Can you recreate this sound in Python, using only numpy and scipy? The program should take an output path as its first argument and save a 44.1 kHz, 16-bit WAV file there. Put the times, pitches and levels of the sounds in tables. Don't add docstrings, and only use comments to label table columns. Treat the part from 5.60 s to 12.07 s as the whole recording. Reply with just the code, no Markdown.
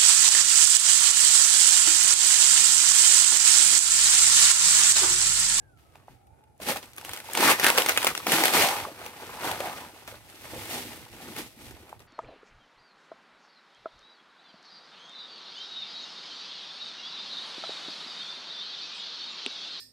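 import sys
import numpy as np
from scipy import signal
from scipy.fft import rfft, irfft, next_fast_len
from scipy.io import wavfile
from scipy.ndimage import map_coordinates

SR = 44100
rng = np.random.default_rng(int(sys.argv[2]) if len(sys.argv) > 2 else 0)


def materialize(psi):
    bounded = np.clip(np.atleast_2d(psi).T, -1, 1)
    quanta = np.round(bounded * 32767).astype(np.int16)
    wavfile.write(sys.argv[1], SR, quanta)


def gain_from_db(level_db):
    decades = np.asarray(level_db, float) / 20
    return 10 ** decades


N = 285327

# peak time in seconds, crackle level in dB,
# rise and fall in seconds per 20 dB.
HEAP_SURGES = [(1.018, -40.5, 0.014, 0.3), (1.096, -25.0, 0.045, 0.062), (1.169, -37.5, 0.025, 0.041),
               (1.231, -48.0, 0.018, 0.074), (1.393, -49.5, 0.072, 0.13), (1.46, -44.5, 0.036, 0.19),
               (1.542, -42.5, 0.12, 0.14), (1.66, -47.5, 0.049, 0.074), (1.782, -31.0, 0.061, 0.29),
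               (1.843, -20.5, 0.079, 0.12), (1.909, -20.5, 0.16, 0.065), (2.004, -31.5, 0.036, 0.18),
               (2.041, -23.5, 0.029, 0.12), (2.085, -24.0, 0.074, 0.084), (2.188, -26.0, 0.087, 0.14),
               (2.3, -28.5, 0.084, 0.079), (2.384, -35.5, 0.099, 0.064), (2.488, -30.5, 0.24, 0.062),
               (2.576, -39.0, 0.07, 0.13), (2.68, -31.0, 0.017, 0.33), (2.731, -22.0, 0.07, 0.27),
               (2.859, -25.5, 0.06, 0.13), (2.95, -20.0, 0.042, 0.21), (2.995, -21.5, 0.069, 0.2),
               (3.2, -41.0, 0.13, 0.08)]
LITTER_SURGES = [(.19, -64.5, .035, .25), (.363, -64, .09, .12), (.507, -64.5, .12, .15),
                 (3.471, -46.5, .32, .12), (3.618, -47, .23, .7), (3.75, -47, .08, .3),
                 (3.855, -33.5, .075, .19), (4.03, -40, .17, .34), (4.183, -46, .13, .21),
                 (4.37, -54, .05, .4), (4.485, -45, .03, .12), (4.55, -54, .02, .12),
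                 (4.689, -55, .07, .69), (4.85, -49, .15, .2), (5.003, -41.5, .36, .37),
                 (5.134, -33.5, .1, .24), (5.339, -47, .14, .26), (5.531, -52.5, .055, .7),
                 (5.615, -47.5, .022, .4), (5.72, -45.5, .12, .1), (5.785, -35.5, .04, .105),
                 (6.01, -56, .07, .15), (6.07, -48.5, .19, .16), (6.2, -57, .1, .3),
                 (6.298, -57, .012, .07), (6.405, -61, .02, .08)]
SURGE_DB, STIR_DB = -2.5, -83
# time in seconds, folds re crackle in dB,
# bed re crackle in dB.
UNDERFOOT = [(0, 12, 15), (.2, 2, -5), (.38, 9, 6), (.58, 2, 3), (.8, 14, 11), (1.05, 2, -3),
             (1.5, 2.5, -6), (1.9, 4, -7), (2.4, 3, -9), (2.72, 1, -2), (3.0, 1.5, -12), (3.3, 6.5, -1),
             (4.1, 7, -1), (4.7, 3, -6), (5.2, -1, -3), (5.7, 3, 2), (5.9, -4, -5), (6.3, 8, 5)]
# frequency in Hz, density in dB per Hz.
FLAKE_SPECTRUM = [(900, -64), (1800, -3), (2600, -3.5), (4300, -6), (7300, -10.5), (8400, -7.5),
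                  (10000, -10), (12500, -7.5), (15500, -15)]
# frequency in Hz, gain in dB.
BLADE_COLOUR = [(250, -11), (500, -1), (680, -2), (830, 2), (1020, -1.5), (1400, 0.5), (1900, -1),
                (2600, 0.5), (4000, -6), (8000, -12.5)]
# frequency in Hz, density in dB per Hz.
BED_SPECTRUM = [(71, -35), (120, 4), (200, -8), (274, 11), (581, -5), (900, 5.5), (1170, -94), (1980, -120)]

# time in seconds, pitch in Hz, level in dB.
FALLING_CALL = [
    (0, 822, -66),
    (.06, 808, -62),
    (.12, 735, -65),
    (.18, 665, -66),
    (.3, 640, -66),
    (.36, 600, -66),
    (.39, 562, -68),
    (.47, 555, -69),
    (.53, 440, -80),
]
# time in seconds, pitch in Hz, level in dB.
LEVEL_CALL = [
    (.46, 950, -80),
    (.55, 820, -61),
    (.62, 780, -60),
    (.69, 814, -59),
    (.78, 870, -61),
    (.88, 860, -60),
    (.97, 800, -66),
    (1.02, 790, -90),
]
# multiple of the pitch, level in dB, flutter in knots per second.
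FALLING_PARTIALS = [(1.07, -6, 80), (2.0, 0, 95)]
# multiple of the pitch, level in dB, flutter in knots per second.
LEVEL_PARTIALS = [(1.0, 0, 110), (1.64, -14, 220), (2.85, -20, 120)]

# frequency in Hz, density in dB per Hz.
RUMBLE_SPECTRUM = [(15, -33), (25, -38), (48, -5), (80, 3), (108, 3), (140, -2), (200, -18), (260, -48),
                   (440, -120)]
# frequency in Hz, density in dB per Hz.
AIR_SPECTRUM = [(88, -64), (150, 1), (270, 5), (601, 1), (805, 3), (1080, -22), (2000, -50), (4160, -27.5),
                (11000, -18.5), (16000, -47)]
# peak time in seconds, level in dB, half length in seconds per 20 dB.
HAND_JOLTS = [(.03, -57, .2), (.4, -56, .2), (.52, -54, .1), (1.12, -53, .2), (1.5, -54, .12),
              (2.0, -50, .1), (4.07, -55, .12), (4.5, -55, .15), (5.57, -54, .1), (1.7, -56, .3),
              (2.45, -54, .3), (3.2, -57, .3), (3.7, -54, .3), (3.95, -52, .5), (4.96, -44, .12),
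              (5.3, -53, .7), (5.75, -51, .25), (6.08, -49, .25), (6.36, -55, .12)]
AIR_DB, BREEZE_DB, SHAKE_DB = -66, -63, -31

# time in seconds, peak in dB, blade re peak in dB, t60 in seconds.
RIB_SNAPS = [(1.086, -23, -3.5, .027), (1.1709, -21, -19, .015), (1.5344, -18.5, -12, .014),
             (1.7511, -10, -20, .01), (1.7739, -9, -6, .011), (1.8783, -9, -15, .012),
             (1.9977, -11, -11, .018), (2.0312, -13, -8.5, .011), (2.0444, -7, -5, .008),
             (2.0654, -5, -9, .018), (2.0834, -10, -7, .012), (2.1023, -9, -2, .006), (2.177, -7, -8, .015),
             (2.1828, -7, -3, .011), (2.22, -12, -9, .011), (2.2616, -13, -1, .014), (2.2873, -13, 0, .011),
             (2.2936, -7, -5, .009), (2.32, -12, -13, .007), (2.375, -3.5, -12, .01), (2.446, -10, -3, .01),
             (2.4689, -11, 2, .01), (2.4744, -6, -6, .006), (2.5769, -12, -9, .006),
             (2.6679, -25, 10, .021), (2.7198, -5.5, -20, .02), (2.8373, -8.5, -1, .013),
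             (2.8557, -5, -6.5, .007), (2.937, -14, -4, .015), (3.022, -6.5, -12, .007)]
# time in seconds, peak in dB, blade re peak in dB.
LONE_TWIGS = [(.174, -56, -8), (.6699, -55, -3), (.839, -54, -7), (1.002, -43, -2), (.356, -54, 8),
              (1.2285, -33, -9.5), (1.3339, -36, -15), (1.3753, -33, -7), (1.3816, -24, -7),
              (1.4123, -32, -4), (1.449, -22, -11), (1.4927, -32, 4), (1.5137, -26, -14),
              (1.5635, -27.5, -7), (1.5738, -25, -8), (1.602, -25, -14.5), (1.6994, -30, -7.5),
              (2.4076, -22, -20), (2.4177, -15, -18), (2.429, -13, -10), (2.5511, -21, -2),
              (2.881, -13, -4.5), (3.4627, -31, 3.5), (3.9144, -20.5, -3), (4.004, -28, 0),
              (4.4767, -36, 3), (5.7642, -24.5, -9), (6.1097, -40, 2), (6.2938, -41, -5), (6.394, -43, -7)]
# frequency in Hz, gain in dB.
RIB_COLOUR = [(500, -9), (1500, -3), (3000, -0.5), (5000, -9), (9000, -6.5), (13000, -6.5), (16000, -18)]
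TWIG_T60_S = .013

# time in seconds, peak in dB.
LEAF_CRUNCHES = [(0.351, -41), (0.399, -49), (0.483, -38), (1.001, -33), (1.16, -21), (1.382, -32),
                 (3.25, -27), (3.346, -36), (3.376, -32), (3.416, -31), (3.539, -35), (3.6, -33),
                 (3.656, -32), (3.693, -30), (3.721, -32), (3.831, -21), (4.004, -21), (4.08, -25),
                 (4.182, -31), (4.28, -35), (4.364, -38), (4.424, -41), (4.542, -31), (4.851, -30),
                 (4.935, -31), (5.465, -38), (5.603, -37), (5.656, -35), (5.685, -33), (6.165, -38)]
# frequency in Hz, gain in dB.
CRUNCH_COLOUR = [(150, -20), (300, -4), (800, 0), (1500, -3), (3000, -12), (6000, -30)]
CRUNCH_DB, CRUNCH_T60_S = 1.5, .045

# time in seconds, peak in dB, ring in Hz, t60 in seconds.
HOLLOW_POPS = [(.356, -34.5, 767, .011), (.482, -29, 807, .012), (1.0, -33.5, 619, .028),
               (1.086, -26.5, 840, .069), (1.16, -20, 806, .019), (1.428, -38, 813, .034),
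               (1.484, -30, 790, .019), (1.644, -34, 870, .025), (1.689, -28, 895, .029),
               (1.732, -32, 1710, .025), (1.772, -14.5, 920, .015), (1.996, -16, 1900, .022),
               (2.066, -5, 1600, .011), (2.184, -16.5, 510, .052), (2.294, -12, 1530, .013),
               (2.364, -13, 2300, .0094), (2.445, -19, 646, .019), (2.666, -16.5, 730, .025),
               (2.837, -13, 1210, .015), (3.251, -21, 1130, .022), (3.415, -29, 670, .019),
               (3.599, -34, 920, .025), (4.004, -22, 540, .033), (4.183, -32, 1050, .025),
               (4.542, -32, 600, .011), (4.851, -36, 600, .03), (5.602, -38, 776, .037),
               (5.685, -24, 400, .009), (6.176, -43, 700, .01), (6.328, -19.5, 860, .008)]
# time in seconds, peak in dB, ring in Hz.
LITTER_LUMPS = [(3.204, -25, 1380), (3.272, -28, 528), (3.317, -35, 304), (3.391, -35, 821),
                (3.466, -31, 810), (3.694, -30, 993), (3.747, -32, 762), (3.789, -30, 834),
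                (3.844, -21, 840), (3.894, -21, 1040), (3.916, -22, 837), (4.044, -24, 807),
                (4.057, -24, 678), (4.084, -28, 810), (4.209, -33, 816), (4.301, -39, 764),
                (4.336, -44, 301), (4.363, -40, 770), (4.423, -40, 851), (4.481, -33, 681),
                (4.524, -34, 536), (4.552, -43, 576), (4.741, -43, 301), (4.934, -30, 323),
                (4.954, -33, 810), (5.134, -28, 832), (5.154, -29, 716), (5.334, -37, 703),
                (5.464, -37, 853), (5.794, -34, 301), (6.007, -41, 301), (6.109, -37, 374),
                (6.141, -43, 320), (6.232, -42, 380), (6.271, -44, 721)]
LUMP_DB, LUMP_CYCLES = 0.5, 13

# peak time in seconds, level in dB, hollow in Hz,
# half length in seconds.
LEAF_DRAGS = [(0.51, -57, 220, 0.04), (1.094, -37, 560, 0.06), (1.817, -30, 300, 0.075),
              (1.834, -26, 940, 0.06), (1.873, -25, 1940, 0.06), (1.883, -23, 1100, 0.045),
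              (1.916, -27, 1940, 0.045), (2.047, -25, 1600, 0.045), (2.084, -26, 1600, 0.018),
              (2.104, -25, 1060, 0.013), (2.162, -32, 1480, 0.03), (2.239, -35, 750, 0.018),
              (2.293, -29, 2160, 0.018), (2.376, -25, 2580, 0.011), (2.43, -33, 1410, 0.013),
              (2.474, -28, 2070, 0.023), (2.492, -34, 1500, 0.013), (2.505, -36, 1300, 0.013),
              (2.603, -41, 1130, 0.011), (2.635, -45, 2500, 0.038), (2.673, -34, 260, 0.018),
              (2.715, -33, 800, 0.075), (2.794, -34, 300, 0.12), (2.809, -31, 750, 0.06),
              (2.884, -30, 750, 0.045), (2.961, -32, 370, 0.075), (2.986, -27, 750, 0.075),
              (2.992, -28, 2290, 0.045), (3.039, -28, 750, 0.06), (3.105, -33, 950, 0.06),
              (3.148, -36, 850, 0.105), (3.276, -42, 600, 0.045), (3.773, -45, 900, 0.105),
              (3.847, -36, 790, 0.045), (3.916, -34, 790, 0.038), (4.008, -36, 560, 0.023),
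              (4.04, -37, 780, 0.06), (4.086, -37, 730, 0.038), (4.121, -43, 1130, 0.045),
              (4.209, -45, 970, 0.045), (4.853, -45, 810, 0.03), (4.95, -44, 520, 0.06),
              (4.961, -47, 120, 0.09), (5.132, -44, 700, 0.075), (5.165, -48, 280, 0.105),
              (5.26, -49, 240, 0.075), (5.643, -53, 250, 0.06), (5.692, -45, 240, 0.045),
              (5.796, -45, 260, 0.045), (6.01, -50, 260, 0.105)]
DRAG_DB, DRAG_EDGE_DB = -2, 14
DRAG_WIDTH, DRAG_RISE, DRAG_TAIL = .4, .5, 1.3

# time in seconds, peak in dB.
FLAKE_TICKS = [(0.9787, -48), (1.0251, -30), (1.1144, -21), (1.1603, -25), (1.2585, -39), (1.3169, -44),
               (1.3339, -38), (1.3644, -31), (1.4794, -37), (1.5894, -32), (1.6452, -34), (1.6594, -39),
               (1.7115, -28), (1.7344, -15), (1.8074, -16), (1.9244, -20), (2.1444, -21), (2.5994, -41),
               (2.7394, -19), (3.0894, -21), (3.2044, -33), (3.4526, -33), (4.3645, -47), (4.4994, -46),
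               (4.9494, -38), (5.0994, -30), (5.5994, -41), (6.0561, -42), (6.4028, -47)]
# frequency in Hz, gain in dB.
TICK_COLOUR = [(2500, -30), (5000, -6), (8000, 0), (13000, 0), (16000, -6)]
TICK_DB, TICK_T60_S = -3, .008

# frequency in Hz, t60 in seconds.
TRUNK_DECAY = [(200, 0.1), (1500, .16), (6000, 0.11), (15000, 0.13)]
# frequency in Hz, gain in dB.
MIC_RESPONSE = [(40, -41), (120, -7), (200, 0), (300, 1)]
# frequency in Hz, gain in dB.
BAND_LIMIT = [(15800, 0), (15980, -36), (16850, -42), (17000, -100)]


def unit(x):
    return x / np.sqrt(np.mean(x ** 2) + 1e-20)


def along(points, hz):
    f, v = np.transpose(points)
    return np.interp(np.log(hz + 1), np.log(f + 1), v)


def curves(rows):
    s, *cols = np.transpose(rows)
    return [np.interp(np.arange(N) / SR, s, c) for c in cols]


def wobble(rate):
    return map_coordinates(rng.standard_normal(N // 100), [np.arange(N) * rate / SR])


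def filtered(x, spectrum):
    m = next_fast_len(N + 8192)
    gain = gain_from_db(along(spectrum, np.fft.rfftfreq(m, 1 / SR)))
    return irfft(rfft(x, m) * gain, m)[..., :N]


def coloured(x, spectrum):
    return unit(filtered(x, spectrum))


def noise(alike):
    a, b = rng.standard_normal((2, N))
    turn = np.arccos(np.clip(alike, -1, 1)) / 2
    shared, opposed = np.cos(turn) * a, np.sin(turn) * b
    return np.array([shared + opposed, shared - opposed])


def place(at, shapes, lag, pan_db):
    out = []
    for side in (1, -1):
        start = np.round(at + side * lag / 2).astype(int)
        where = start[:, None] + np.arange(shapes.shape[1])
        gain = gain_from_db(side * pan_db / 2)[:, None]
        port = np.bincount(np.clip(where, 0, N).ravel(), (gain * shapes).ravel(), N + 1)
        out.append(port[:N])
    return np.array(out)


def rings(hz, t60, size):
    t = np.arange(size) / SR
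    return np.sin(2 * np.pi * hz[:, None] * t) * gain_from_db(-60 * t / t60[:, None])


def grains(count, size, hz, octaves, cycles, scatter_db, lag, spread, lean_db):
    at, big = rng.random((count, 2)).T
    pitch, way, lean = rng.standard_normal((count, 3)).T
    f = np.clip(hz * 2 ** (octaves * pitch), 80, 15500)
    strength = gain_from_db(-scatter_db * np.log(big + 0.0013)) * np.sqrt(f / hz)
    shapes = rings(f, cycles / f, size) * strength[:, None]
    return unit(place(at * N, shapes, lag + spread * way, lean_db * lean))


def collapses(count, scatter_db, t60):
    at, big = rng.random((count, 2)).T
    strength = gain_from_db(-2 * scatter_db * np.log(big + 0.0089))
    kicks = np.bincount((at * N).astype(int), strength, N)
    power = signal.fftconvolve(kicks, gain_from_db(-120 * np.arange(4000) / SR / t60))[:N]
    return unit(np.sqrt(np.abs(power) + 0.75 * np.mean(power)))


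def swells(rows):
    s, db, rise, fall = np.transpose(rows)[:, :, None]
    t = np.arange(0, N + 64, 64) / SR
    tents = db - 20 * np.where(t < s, (s - t) / rise, (t - s) / fall)
    total_db = 10 * np.log10(np.sum(gain_from_db(2 * tents), axis=0) + 1e-12)
    return np.interp(np.arange(N) / SR, t, total_db)


def leaves():
    surge_db = swells(HEAP_SURGES + LITTER_SURGES) + SURGE_DB
    crackle_db = 10 * np.log10(gain_from_db(2 * surge_db) + gain_from_db(2 * STIR_DB))
    fold_db, bed_db = curves(UNDERFOOT)
    clump = collapses(count=1600, scatter_db=1.44, t60=0.087)
    clicks = grains(count=26000, size=32, hz=8800, octaves=0.85, cycles=3.0,
                    scatter_db=4.0, lag=-5.5, spread=6.5, lean_db=3.8)
    flakes = coloured(clicks + gain_from_db(5.0) * noise(0.08), FLAKE_SPECTRUM)
    flakes = unit(flakes * clump ** 0.65)
    folds = grains(count=14000, size=220, hz=1250, octaves=0.91, cycles=7.9,
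                   scatter_db=1.25, lag=-5.0, spread=2.8, lean_db=2.2)
    folds = coloured(folds + gain_from_db(-5.0) * noise(0.38), BLADE_COLOUR)
    folds = unit(folds * clump ** 1.27 * gain_from_db(0.78 * wobble(60)))
    thuds = grains(count=2000, size=900, hz=278, octaves=0.5, cycles=5.2,
                   scatter_db=2.0, lag=-3.0, spread=3.2, lean_db=1.2)
    bed = unit(thuds + gain_from_db(-2.0) * coloured(noise(0.98), BED_SPECTRUM)) * clump ** 0.6
    mix = gain_from_db(1.9) * flakes + gain_from_db(fold_db - 3.1) * folds + gain_from_db(bed_db - 0.6) * bed
    return gain_from_db(crackle_db) * mix


def bird():
    out = 0
    for call, partials in ((FALLING_CALL, FALLING_PARTIALS), (LEVEL_CALL, LEVEL_PARTIALS)):
        hz, db = curves(call)
        phase = 2 * np.pi * np.cumsum(hz) / SR
        sounding = (np.arange(N) > call[0][0] * SR) & (np.arange(N) < call[-1][0] * SR)
        for multiple, partial_db, rate in partials:
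            flutter = np.array([wobble(rate) + 1j * wobble(rate) for port in range(2)])
            whistle = np.real(flutter * np.exp(1j * multiple * phase))
            out = out + sounding * gain_from_db(db + partial_db - 3.5) * whistle
    return out


def air():
    stride_db = swells(HEAP_SURGES + LITTER_SURGES) + SHAKE_DB
    jolt_db = swells([jolt + jolt[-1:] for jolt in HAND_JOLTS])
    rumble_db = 10 * np.log10(gain_from_db(2 * BREEZE_DB) + gain_from_db(2 * stride_db) + gain_from_db(2 * jolt_db))
    gusts = gain_from_db(3.1 * np.array([wobble(14), wobble(17)]))
    port_db = np.array([[-2.4], [2.4]])
    rumble = unit(gusts * coloured(noise(.6), RUMBLE_SPECTRUM)) * gain_from_db(rumble_db + port_db)
    return rumble + gain_from_db(AIR_DB + wobble(20)) * coloured(noise(0.11), AIR_SPECTRUM)


def snaps():
    twigs = [twig + (TWIG_T60_S,) for twig in LONE_TWIGS]
    s, db, blade_db, t60 = np.transpose(RIB_SNAPS + twigs)
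    t = np.arange(1500) / SR
    life = t / np.clip(t60, .003, .2)[:, None]
    tearing = rng.standard_normal((len(s), len(t)))
    tearing[:, 0] = -2.2
    way, lean = rng.standard_normal((len(s), 2)).T
    lag, pan_db = -5.5 + 4.5 * way, 1.0 + 1.9 * lean
    burst = tearing * (gain_from_db(-60 * life) + 0.11 * gain_from_db(-13 * life)) * gain_from_db(db - 5.0)[:, None]
    shake = tearing * (gain_from_db(-42 * life) + 0.16 * gain_from_db(-12 * life)) * gain_from_db(db + blade_db + 2.0)[:, None]
    ribs = filtered(place(s * SR, burst, lag, pan_db), RIB_COLOUR)
    blades = filtered(place(s * SR, shake, lag, pan_db), BLADE_COLOUR)
    return ribs + blades


def crunches():
    s, db = np.transpose(LEAF_CRUNCHES)
    t = np.arange(3000) / SR
    envelope = gain_from_db(-60 * t / CRUNCH_T60_S) * (1 - np.exp(-t / .001))
    puffs = rng.standard_normal((len(s), len(t))) * envelope * gain_from_db(db + CRUNCH_DB)[:, None]
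    return filtered(place(s * SR, puffs, -4.5 + 0 * s, 0 * s), CRUNCH_COLOUR)


def pops():
    lumps = [(s, db + LUMP_DB, hz, LUMP_CYCLES / hz) for s, db, hz in LITTER_LUMPS]
    s, db, hz, t60 = np.transpose(HOLLOW_POPS + lumps)
    soft = 1 - np.exp(-np.arange(1600) / SR / 0.00056)
    shapes = soft * rings(hz, t60, 1600) * gain_from_db(db - 1.0)[:, None]
    return place(s * SR, shapes, -4.5 + 0 * s, -1.2 + 0 * s)


def drags():
    s, db, hz, half = np.transpose(LEAF_DRAGS)[:, :, None]
    size = 14400
    f = np.fft.rfftfreq(size, 1 / SR)
    t = (np.arange(size) - size // 2) / SR
    grit = rng.standard_normal((len(s), size)) ** 3
    way = rng.standard_normal(len(s))
    damping = 1j * f * hz * DRAG_WIDTH
    hollow = damping / (hz ** 2 - f ** 2 + damping)
    sound = irfft(rfft(grit) * hollow ** 2, size)
    reach = t / half / np.where(t > 0, DRAG_TAIL, DRAG_RISE)
    stroke = gain_from_db(db + DRAG_DB - DRAG_EDGE_DB * reach ** 2)
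    rows = stroke * sound / np.std(sound, axis=1, keepdims=True)
    return place(s[:, 0] * SR - size // 2, rows, -4.5 + 4.5 * way, 0 * way)


def ticks():
    s, db = np.transpose(FLAKE_TICKS)
    t = np.arange(600) / SR
    clicks = rng.standard_normal((len(s), len(t))) * gain_from_db(-60 * t / TICK_T60_S) * gain_from_db(db + TICK_DB)[:, None]
    return filtered(place(s * SR, clicks, -5.5 + 0 * s, 0 * s), TICK_COLOUR)


def trunks(x):
    hz, t, z = signal.stft(rng.standard_normal((2, SR // 4)), SR, nperseg=256)
    apart = np.clip(hz / 6000, 0, 1)[:, None]
    z = np.array([z[0] + apart * z[1], z[0] - apart * z[1]])
    decay = gain_from_db(-60 * t / along(TRUNK_DECAY, hz)[:, None])
    tail = signal.istft(z * decay, SR, nperseg=256)[1]
    return signal.fftconvolve(x, tail / np.linalg.norm(tail[0]), axes=1)[:, :N]


def scene():
    near = leaves() + snaps() + crunches() + pops() + drags() + ticks()
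    return filtered(near + gain_from_db(-11) * trunks(near), MIC_RESPONSE) + bird() + air()


def top_cut(x):
    return signal.sosfilt(signal.butter(12, 16990, fs=SR, output="sos"), x)


def record(dry):
    mix = filtered(dry, BAND_LIMIT)
    return top_cut(mix)


dry = scene()
out = record(dry)
materialize(out)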